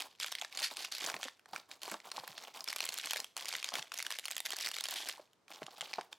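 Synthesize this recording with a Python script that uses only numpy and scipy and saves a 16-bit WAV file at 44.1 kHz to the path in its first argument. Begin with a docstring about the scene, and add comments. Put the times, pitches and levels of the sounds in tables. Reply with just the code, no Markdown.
"""A quiet room, close to the microphone: hands lift stiff foil bags out of a thin plastic tray and fold back its film lid.
Buckling creases snap as damped sines with noise, over a crackle of many tiny noise puffs shaped by each grip.
Tray walls pop hollowly and rustle, bags scrape as they slide, and hands knock softly at low frequency.
Decaying noise forms the short room tail, faint coloured noise the air; a limiter rounds the loudest snaps."""
import sys
import numpy as np
from scipy import signal
from scipy.fft import rfft, irfft
from scipy.io import wavfile

SR = 44100
rng = np.random.default_rng(int(sys.argv[2]) if len(sys.argv) > 2 else 0)


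def pcm_store(signal):
    """Save signal as 16-bit PCM."""
    levels = np.round(np.clip(np.atleast_2d(signal), -1, 1) * 32767)
    wavfile.write(sys.argv[1], SR, levels.astype(np.int16).T)


def rack_gain(trim_db):
    """Turn a fader trim in dB into the linear factor to multiply a signal by."""
    fader = np.asarray(trim_db, float)
    return 10 ** (fader / 20)


N = 272521  # length in samples

# spectral colour of film crackle and scrape: f/Hz, relative spectral density/dB
FILM_COLOUR = [(700, -38), (1500, 1.5), (3000, 4.5), (5000, 3.5), (8000, -3.5), (13000, -4.5),
               (16500, -63.5)]
# crispness of the film in the fingers (bags fizz, the soft lid snaps dull): t/s, treble offset/dB
CRISPNESS = [(0, -4), (.9, -5.5), (1.08, -9), (1.15, -52), (1.22, -13), (1.4, -4), (1.46, -25), (1.9, 3),
             (2.05, -28), (2.28, 6), (2.4, -15), (2.62, 0), (3.2, -1), (3.5, 0), (3.9, -14), (4.0, 1),
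             (5.1, 1.5), (5.6, -15), (5.8, -33), (6.18, -35)]
# squeezes and pulls of the fingers: start t/s, hold t/s, film crackle gain/dB, tray rustle gain/dB
FINGER_GRIPS = [(0.0, 0.0087, -42, -47.5), (0.21, 0.07, -43.5, -59.5), (0.323, 0.13, -51.5, -62),
                (0.524, 0.035, -50.5, -56.5), (0.58, 0.072, -43.5, -53), (0.705, 0.024, -48, -50),
                (0.772, 0.083, -43, -51.5), (0.919, 0.12, -48, -57.5), (1.031, 0.067, -41, -48.5),
                (1.146, 0.066, -64, -55), (1.22, 0.034, -46.5, -55.5), (1.491, 0.021, -70, -63.5),
                (1.534, 0.034, -52, -56), (1.699, 0.016, -55.5, -56.5), (1.825, 0.11, -49.5, -54.5),
                (2.049, 0.12, -58, -54), (2.165, 0.022, -45, -52), (2.222, .11, -54.5, -54),
                (2.372, 0.07, -51, -49.5), (2.542, 0.055, -56.5, -53.5), (2.669, .22, -46.5, -54.5),
                (2.92, 0.15, -48.5, -61), (3.047, .14, -44.5, -54.5), (3.369, 0.21, -47.5, -56.5),
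                (3.651, 0.053, -50, -55), (3.742, 0.041, -39, -47), (3.923, 0.23, -50, -61),
                (4.241, 0.15, -49, -64), (4.449, 0.24, -45, -57.5), (4.738, 0.2, -47.5, -59.5),
                (4.895, 0.21, -45, -52.5), (5.104, .08, -59, -67), (5.506, 0.043, -56, -53.5),
                (5.613, 0.27, -62, -60.5), (5.76, 0.085, -54.5, -56.5), (5.898, .1, -55.5, -57.5),
                (6.122, 0.0084, -67, -62)]


def rms_one(x):
    """Normalization: scale the signal to unit rms."""
    return x / np.sqrt(np.mean(x ** 2) + 1e-20)


def filtered(x, order, hz, kind):
    """Linear filtering: a causal Butterworth filter selects a frequency range."""
    return signal.sosfilt(signal.butter(order, hz, kind, fs=SR, output="sos"), x)


def coloured(x, points):
    """Minimum-phase filtering: folding the cepstrum makes the given spectrum causal; result has unit rms."""
    hz, db = np.transpose(points)
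    grid = np.maximum(np.arange(1025) * SR / 2048, 1)
    log_gain = np.interp(np.log(grid), np.log(hz), db) * np.log(10) / 20
    cepstrum = irfft(log_gain)
    cepstrum[1:1024] *= 2
    cepstrum[1025:] = 0
    impulse_response = irfft(np.exp(rfft(cepstrum)))
    return rms_one(signal.oaconvolve(x, impulse_response)[:N])


def slope(x):
    """Interaural delay: a small lag adds the time derivative; the microphone head shades the very top."""
    return filtered(np.gradient(x, axis=-1), 2, [3000, 10500], "band")


def rings(hz, t60, t):
    """Free damped vibration: one decaying sine a row, each starting at a chance phase."""
    phase = rng.uniform(0, 2 * np.pi, hz.shape)
    return np.sin(2 * np.pi * hz * t + phase) * rack_gain(-60 * t / t60)


def place(shapes, s, db, spread_db, spread_lag):
    """Binaural localization: level and time differences set each burst a little off centre."""
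    shapes = shapes / np.abs(shapes).max(axis=1, keepdims=True) * rack_gain(db)
    pan, lag = rng.standard_normal((len(s), 2, 1)).transpose(1, 0, 2)
    lead = spread_lag * lag * slope(shapes)
    at = np.round(s * SR).astype(int) + np.arange(shapes.shape[1])
    out = np.zeros((2, N + shapes.shape[1]))
    np.add.at(out[0], at, (shapes + lead) * rack_gain(spread_db * pan / 2))
    np.add.at(out[1], at, (shapes - lead) * rack_gain(-spread_db * pan / 2))
    return out[:, :N]


def still_air():
    """Stationary random noise: room air and microphone hiss, partly decorrelated between the channels."""
    # colour of the still air and hiss: f/Hz, relative spectral density/dB
    air_colour = [(30, 0), (70, 4.5), (160, -3.5), (350, -1), (1000, -4.5), (2500, -15), (5400, -16),
                  (16000, -28.5)]
    mid, side = (coloured(noise, air_colour) for noise in rng.standard_normal((2, N)))
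    return rack_gain(-75) * (mid + 0.47 * side * [[1], [-1]])


def grains(per_s, size_db, clump_db, burst_s):
    """Stick-slip emission: clumped random slips, sizes with a long loud tail, each make a puff of noise."""
    largest = 2.5  # cap in size steps; larger slips are the separate snaps
    clumps = signal.lfilter([1], [1, -0.9], rng.standard_normal(N // 100 + 2))
    clumps = np.interp(np.arange(N) / 100, np.arange(len(clumps)), rms_one(clumps))
    born = rng.random(N) < per_s * rack_gain(clump_db * clumps) / SR
    sizes = rack_gain(size_db * np.minimum(rng.exponential(1, N), largest)) * born
    fade = np.exp(-1 / (burst_s * SR))
    envelope = signal.lfilter([1], [1, -fade], sizes + 1e-18)
    return envelope * rng.standard_normal(N)


def gripping(db, settle_db_per_s):
    """Excitation and relaxation: each grip comes on fast, holds, settles quickly, then ticks on faintly."""
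    rise_db_per_s = 1199
    linger_db, linger_db_per_s = -16, 94  # faint ticking of the crumpled material
    start, hold = np.array(FINGER_GRIPS)[:, :2, None].transpose(1, 0, 2)
    t = np.arange(0, N + 32, 32) / SR
    before = np.maximum(start - t, 0)
    after = np.maximum(t - start - hold, 0)
    settling_db = np.maximum(-settle_db_per_s * after, linger_db - linger_db_per_s * after)
    level_db = db[:, None] - rise_db_per_s * before + settling_db
    return np.interp(np.arange(N) / SR, t, rack_gain(level_db.max(axis=0)))  # the strongest grip prevails


def crackle():
    """Local resonance: each slip rings its own patch of film, a chance part of the whole colour."""
    slips = grains(per_s=900, size_db=6.5, clump_db=3, burst_s=0.00079)
    patch = np.repeat(rng.integers(0, 5, N // 200 + 1), 200)[:N]
    film = 2.06 * rms_one(slips) + 0.057 * rng.standard_normal(N)  # the finest slips merge into hiss
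    for k, hz in enumerate([1960, 2600, 3770, 5170, 8600]):
        patch_slips = rms_one(slips) * (patch == k) + 1e-18
        film += 3.4 * filtered(patch_slips, 1, [hz / 1.31, hz * 0.97], "band")
    return slips, coloured(film, FILM_COLOUR)


def tray_rustle(slips):
    """Forced vibration: film slips and finger rubs excite the dull tray."""
    # colour of the tray rustle: f/Hz, relative spectral density/dB
    tray_colour = [(60, -40), (150, -13), (300, -2.5), (500, 0.5), (760, 6.5), (1100, 5), (2000, -10)]
    rubs = grains(per_s=200, size_db=3.5, clump_db=4, burst_s=0.0055)
    rustle = coloured(rms_one(rubs) + 0.45 * rms_one(slips), tray_colour)
    return rustle * gripping(np.transpose(FINGER_GRIPS)[3], settle_db_per_s=246)


def handling():
    """Superposition: gripped film and tray sound together, film slips lying left and right of centre."""
    slips, film = crackle()
    film = sliding(film)
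    treble = filtered(film, 2, 6000, "high")
    # the fine crackle takes a tenth of the crispness offset
    crisp_db = 0.1 * np.interp(np.arange(N) / SR, *np.transpose(CRISPNESS))
    film = film - treble * (1 - rack_gain(crisp_db))
    film = film * gripping(np.transpose(FINGER_GRIPS)[2], settle_db_per_s=309.5)
    sway = np.repeat(rng.standard_normal(N // 200 + 1), 200)[:N]
    width = 0.26 * sway * slope(film) * [[1], [-1]]
    return film + tray_rustle(slips) + width


def snaps():
    """Elastic buckling: a crease lets go, its panel and neighbours ring, and a crack of noise fills the gaps."""
    # creases buckling in the film: t/s, peak level before panning/dB, panel ring f/Hz
    creases = [(0.0044, -22.5, 2510), (0.0203, -26, 4370), (0.2, -23.5, 5240), (0.2279, -28.5, 2600),
               (0.2443, -24, 2360), (0.2624, -28, 2460), (0.3188, -25, 5330), (0.3232, -21, 3750),
               (0.352, -24, 3250), (0.414, -23, 3400), (0.4208, -25.5, 2660), (0.4476, -27, 1730),
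               (0.5506, -30, 6740), (0.5733, -24.5, 4720), (0.5916, -27, 4700), (0.6, -27, 5600),
               (0.62, -25, 4100), (0.7695, -24, 4290), (0.8478, -24, 2600), (0.9221, -24.5, 4700),
               (0.95, -25, 4350), (0.9823, -30, 4640), (1.0321, -28, 3650), (1.0411, -27, 3570),
               (1.0626, -22, 4900), (1.073, -27, 4600), (1.087, -28, 1480), (1.0995, -25, 1530),
               (1.1416, -24, 1750), (1.1652, -27, 2550), (1.2305, -23, 3250), (1.283, -28.5, 1800),
               (1.3943, -49.5, 1520), (1.4582, -42.5, 1590), (1.5611, -26.5, 2325), (1.714, -30, 3920),
               (1.8178, -36, 3050), (1.8322, -25.5, 3180), (1.8787, -32.5, 2290), (1.9147, -23.5, 2060),
               (1.941, -28.5, 3720), (2.0018, -35.5, 2140), (2.1163, -25.5, 4400), (2.1693, -25, 4160),
               (2.2773, -25.5, 1790), (2.3795, -30, 3240), (2.437, -35.5, 2430), (2.5721, -33, 3560),
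               (2.6067, -29, 5080), (2.6419, -25.5, 4600), (2.6773, -26, 2320), (2.6861, -22.5, 5200),
               (2.7034, -26.5, 4530), (2.7283, -23.5, 2280), (2.761, -23, 5500), (2.7648, -27, 2350),
               (2.7847, -26.5, 4460), (2.8048, -18, 4200), (2.84, -26, 4290), (2.8535, -22.5, 5030),
               (2.8648, -26, 3040), (2.8896, -20, 4240), (2.9228, -27.5, 4450), (2.941, -24.5, 3150),
               (2.9779, -25.5, 7200), (2.9859, -19, 3550), (3.0409, -27, 2500), (3.0586, -22, 4360),
               (3.0718, -26, 3330), (3.1088, -24, 6520), (3.1087, -19, 3220), (3.1334, -18, 2400),
               (3.16, -23.5, 1830), (3.1702, -25.5, 2330), (3.202, -23, 5100), (3.2441, -27.5, 3290),
               (3.3665, -23, 4270), (3.3765, -24, 2990), (3.4101, -32, 2540), (3.456, -25, 4800),
               (3.484, -21.5, 4980), (3.4893, -22, 4620), (3.5265, -24.5, 4560), (3.5376, -26.5, 2160),
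               (3.5518, -23, 1980), (3.565, -27, 2330), (3.6278, -25, 2530), (3.6436, -21.5, 3700),
               (3.689, -23, 4830), (3.7389, -21, 3270), (3.7542, -19, 2270), (3.794, -28.5, 2670),
               (3.8256, -26.5, 3355), (3.919, -28.5, 2550), (3.9409, -25.5, 5470), (3.9763, -28, 6570),
               (3.9875, -20, 5900), (3.9929, -25, 2080), (4.002, -25, 2150), (4.0261, -23, 4570),
               (4.0653, -23, 2980), (4.1049, -25, 1810), (4.1145, -23.5, 2810), (4.1232, -24, 3260),
               (4.1384, -31, 2780), (4.157, -35, 2140), (4.1869, -24.5, 2980), (4.1953, -25, 4090),
               (4.2551, -21.5, 2780), (4.2823, -24, 2130), (4.3069, -28.5, 2370), (4.3122, -22.5, 7540),
               (4.3208, -29, 3800), (4.3658, -23, 3400), (4.3799, -26, 3100), (4.4032, -22, 3610),
               (4.4615, -22.5, 2260), (4.467, -24.5, 1820), (4.5052, -23, 3180), (4.5219, -23.5, 3280),
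               (4.5328, -25, 1870), (4.566, -24, 4660), (4.5865, -26, 3300), (4.6035, -26, 3270),
               (4.6097, -23, 5830), (4.6228, -29, 4370), (4.6464, -25, 3850), (4.6535, -25.5, 3800),
               (4.6609, -19.5, 4750), (4.6714, -23.5, 2060), (4.681, -28, 5150), (4.6875, -24.5, 5300),
               (4.7145, -23.5, 2840), (4.742, -27.5, 4300), (4.7651, -25, 2260), (4.785, -22, 4030),
               (4.808, -23, 3680), (4.8394, -18.5, 5300), (4.8551, -23.5, 3200), (4.8858, -23, 3730),
               (4.9092, -21.5, 3190), (4.9393, -26, 3600), (5.0876, -22, 5060), (5.094, -28, 1930),
               (5.126, -33, 4100), (5.3325, -49.5, 3070), (5.481, -44, 2410), (5.6302, -31.5, 3020),
               (5.6651, -30.5, 3300), (5.809, -23.5, 3230), (5.8154, -27, 2870), (5.9322, -29, 2600),
               (5.9374, -22.5, 2350), (6.0108, -30, 3120), (6.128, -31.5, 3580)]
    ring_t60, crack_t60, treble_t60 = 0.01, 0.013, 0.0075  # s
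    s, db, hz = np.array(creases)[:, :, None].transpose(1, 0, 2)
    share_db = np.interp(s, *np.transpose(CRISPNESS)) + 5.5 * rng.standard_normal(s.shape)
    t = np.arange(700) / SR
    shape = rings(hz, ring_t60, t)
    for ratio in np.exp(rng.uniform(-0.63, 0.84, (len(s), 3, 1))).transpose(1, 0, 2):
        shape += rack_gain(-5) * rings(hz * ratio, 0.95 * ring_t60, t)  # neighbouring panels
    noise = rng.standard_normal((len(s), 2, len(t)))
    body = filtered(noise[:, 0], 2, [450, 7000], "band")
    fizz = filtered(noise[:, 1], 2, [6500, 15000], "band")
    shape += body * rack_gain(-60 * t / crack_t60)
    shape += rack_gain(1.5 + share_db) * fizz * rack_gain(-60 * t / treble_t60)
    shape *= 1 - np.exp(-t / 0.000069)  # the fold takes a moment to run along
    shape = filtered(shape, 3, 500, "high")  # thin film moves no bass
    return place(shape, s, db, spread_db=0.9, spread_lag=0.24)


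def room(x):
    """Reverberation: dense dying reflections with a soft onset, duller than the source, differ at each ear."""
    t60 = 0.28  # s
    t = np.arange(int(0.4 * SR)) / SR
    shared, left, right = rng.standard_normal((3, len(t)))
    decay = rack_gain(-60 * t / t60) * (1 - np.exp(-t / 0.00052))
    tails = (3.5 * shared + np.array([left, right])) * decay
    tails = filtered(tails, 1, [300, 15200], "band")
    tails /= np.sqrt(np.sum(tails ** 2, axis=1, keepdims=True))  # unit energy
    return signal.oaconvolve(x[None], tails, axes=1)[:, :N]


def pops():
    """Snap-through instability: a wall flips over with a low hollow ring, two other rings and a dull rattle."""
    # tray walls flexing: t/s, peak level before panning/dB, wall ring f/Hz
    flexes = [(0.422, -37, 710), (1.021, -41.5, 730), (1.073, -39, 670), (1.1425, -37, 1020),
              (1.165, -39.5, 690), (1.255, -39.5, 540), (1.4587, -54, 730), (1.5338, -35, 730),
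              (1.8553, -44, 684), (1.879, -34.5, 960), (1.919, -36, 1050), (1.9423, -32, 850),
              (2.1803, -30, 907), (2.2364, -38, 824), (2.4804, -44, 910), (3.1598, -40.5, 593),
              (3.375, -42, 950), (3.5373, -42, 900), (3.7208, -35.5, 977), (3.74, -34.5, 758),
              (4.5336, -39.5, 834), (5.0002, -44, 680), (5.179, -45.5, 1000), (5.1962, -43, 602),
              (5.62, -31.5, 643), (5.682, -40, 764), (5.826, -40.5, 866), (5.9336, -43.5, 845),
              (5.9839, -29, 718), (5.9876, -27, 785)]
    rise_s = 0.001014  # onset time constant
    s, db, hz = np.array(flexes)[:, :, None].transpose(1, 0, 2)
    t60 = 20.7 / hz  # cycles of the main ring until it is 60 dB down
    t = np.arange(2600) / SR
    shape = rings(hz, t60, t)
    for ratio in np.exp(rng.uniform(-0.82, 0.473, (len(s), 2, 1))).transpose(1, 0, 2):
        shape += rack_gain(-4) * rings(hz * ratio, t60, t)
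    rattle = filtered(rng.standard_normal(shape.shape), 2, [400, 1250], "band")
    shape += rack_gain(7.5) * rattle * rack_gain(-60 * t / 0.043)
    shape *= 1 - np.exp(-t / rise_s)
    shape = filtered(shape, 2, 300, "high")  # the small tray moves little bass
    return place(shape, s - rise_s, db, spread_db=1.5, spread_lag=0)


def sliding(film):
    """Sliding friction: crackle gives way to a dense scrape, and the air pocket under the bag resonates."""
    # bags sliding over a surface: start t/s, end t/s, scrape gain/dB, pocket ring f/Hz
    bag_slides = [(0.625, 0.696, 4, 4440), (.775, 0.841, -2.5, 4350), (0.916, 0.993, 3.5, 4280),
                  (3.738, 3.806, -3, 2600), (4.451, 4.464, 7.5, 3460), (4.956, 5.042, 1, 3300)]
    t = np.arange(N) / SR
    scrape = coloured(grains(per_s=6700, size_db=-3, clump_db=4, burst_s=0.00027), FILM_COLOUR)
    for start, end, db, hz in bag_slides:
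        moving = np.clip(np.minimum(t - start, end - t) / 0.0026, 0, 1)
        pocket = signal.lfilter(*signal.iirpeak(hz, 6, fs=SR), scrape)
        film = film * (1 - 0.97 * moving) + moving * rack_gain(db) * (scrape + 0.79 * pocket)
    return film


def thuds():
    """Impact excitation: the table is knocked, giving a soft, short, uneven low bump."""
    # low knocks on the table: t/s, peak level before panning/dB, middle ring f/Hz
    knocks = [(1.14, -60, 70), (1.143, -53.5, 198), (1.531, -58, 164), (1.92, -46.5, 252),
              (2.181, -58, 152), (2.291, -57, 144), (3.737, -53, 278), (3.79, -56, 169), (5.622, -52, 168),
              (5.821, -60, 130), (5.982, -52, 223)]
    rise_s, t60 = 0.00542, 0.1  # onset time constant, decay by 60 dB in s
    s, db, hz = np.array(knocks)[:, :, None].transpose(1, 0, 2)
    t = np.arange(6000) / SR
    shape = sum(rings(hz * ratio, t60, t) for ratio in (0.8, 1, 1.3))
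    shape *= 1 - np.exp(-t / rise_s)
    return place(shape, s - rise_s, db, spread_db=1.5, spread_lag=0)


def scene():
    """Superposition: direct sound of bags and tray, their room tail and the still air add."""
    near = handling() + snaps() + pops() + thuds()
    tail = rack_gain(-16) * room(near.mean(axis=0))
    balance = rack_gain([[-0.47], [0.47]])  # left a little softer than right
    return (near + tail) * balance + still_air()


def roll_off(x):
    """The treble ends steeply here."""
    return signal.sosfilt(signal.butter(12, 16980, fs=SR, output="sos"), x)


def record(dry):
    """Band limiting and saturation: the microphone dulls the top, peaks are rounded, deep bass is cut."""
    x = filtered(dry, 1, 11650, "low")
    x = x / (1 + np.abs(x / rack_gain(-22.5)) ** 4) ** 0.25  # smooth limiter
    x = filtered(x, 3, 115.5, "high")
    x = signal.sosfilt(signal.cheby2(12, 60, 17400, fs=SR, output="sos"), x)  # steep top cut
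    return roll_off(x)


dry = scene()
out = record(dry)
pcm_store(out)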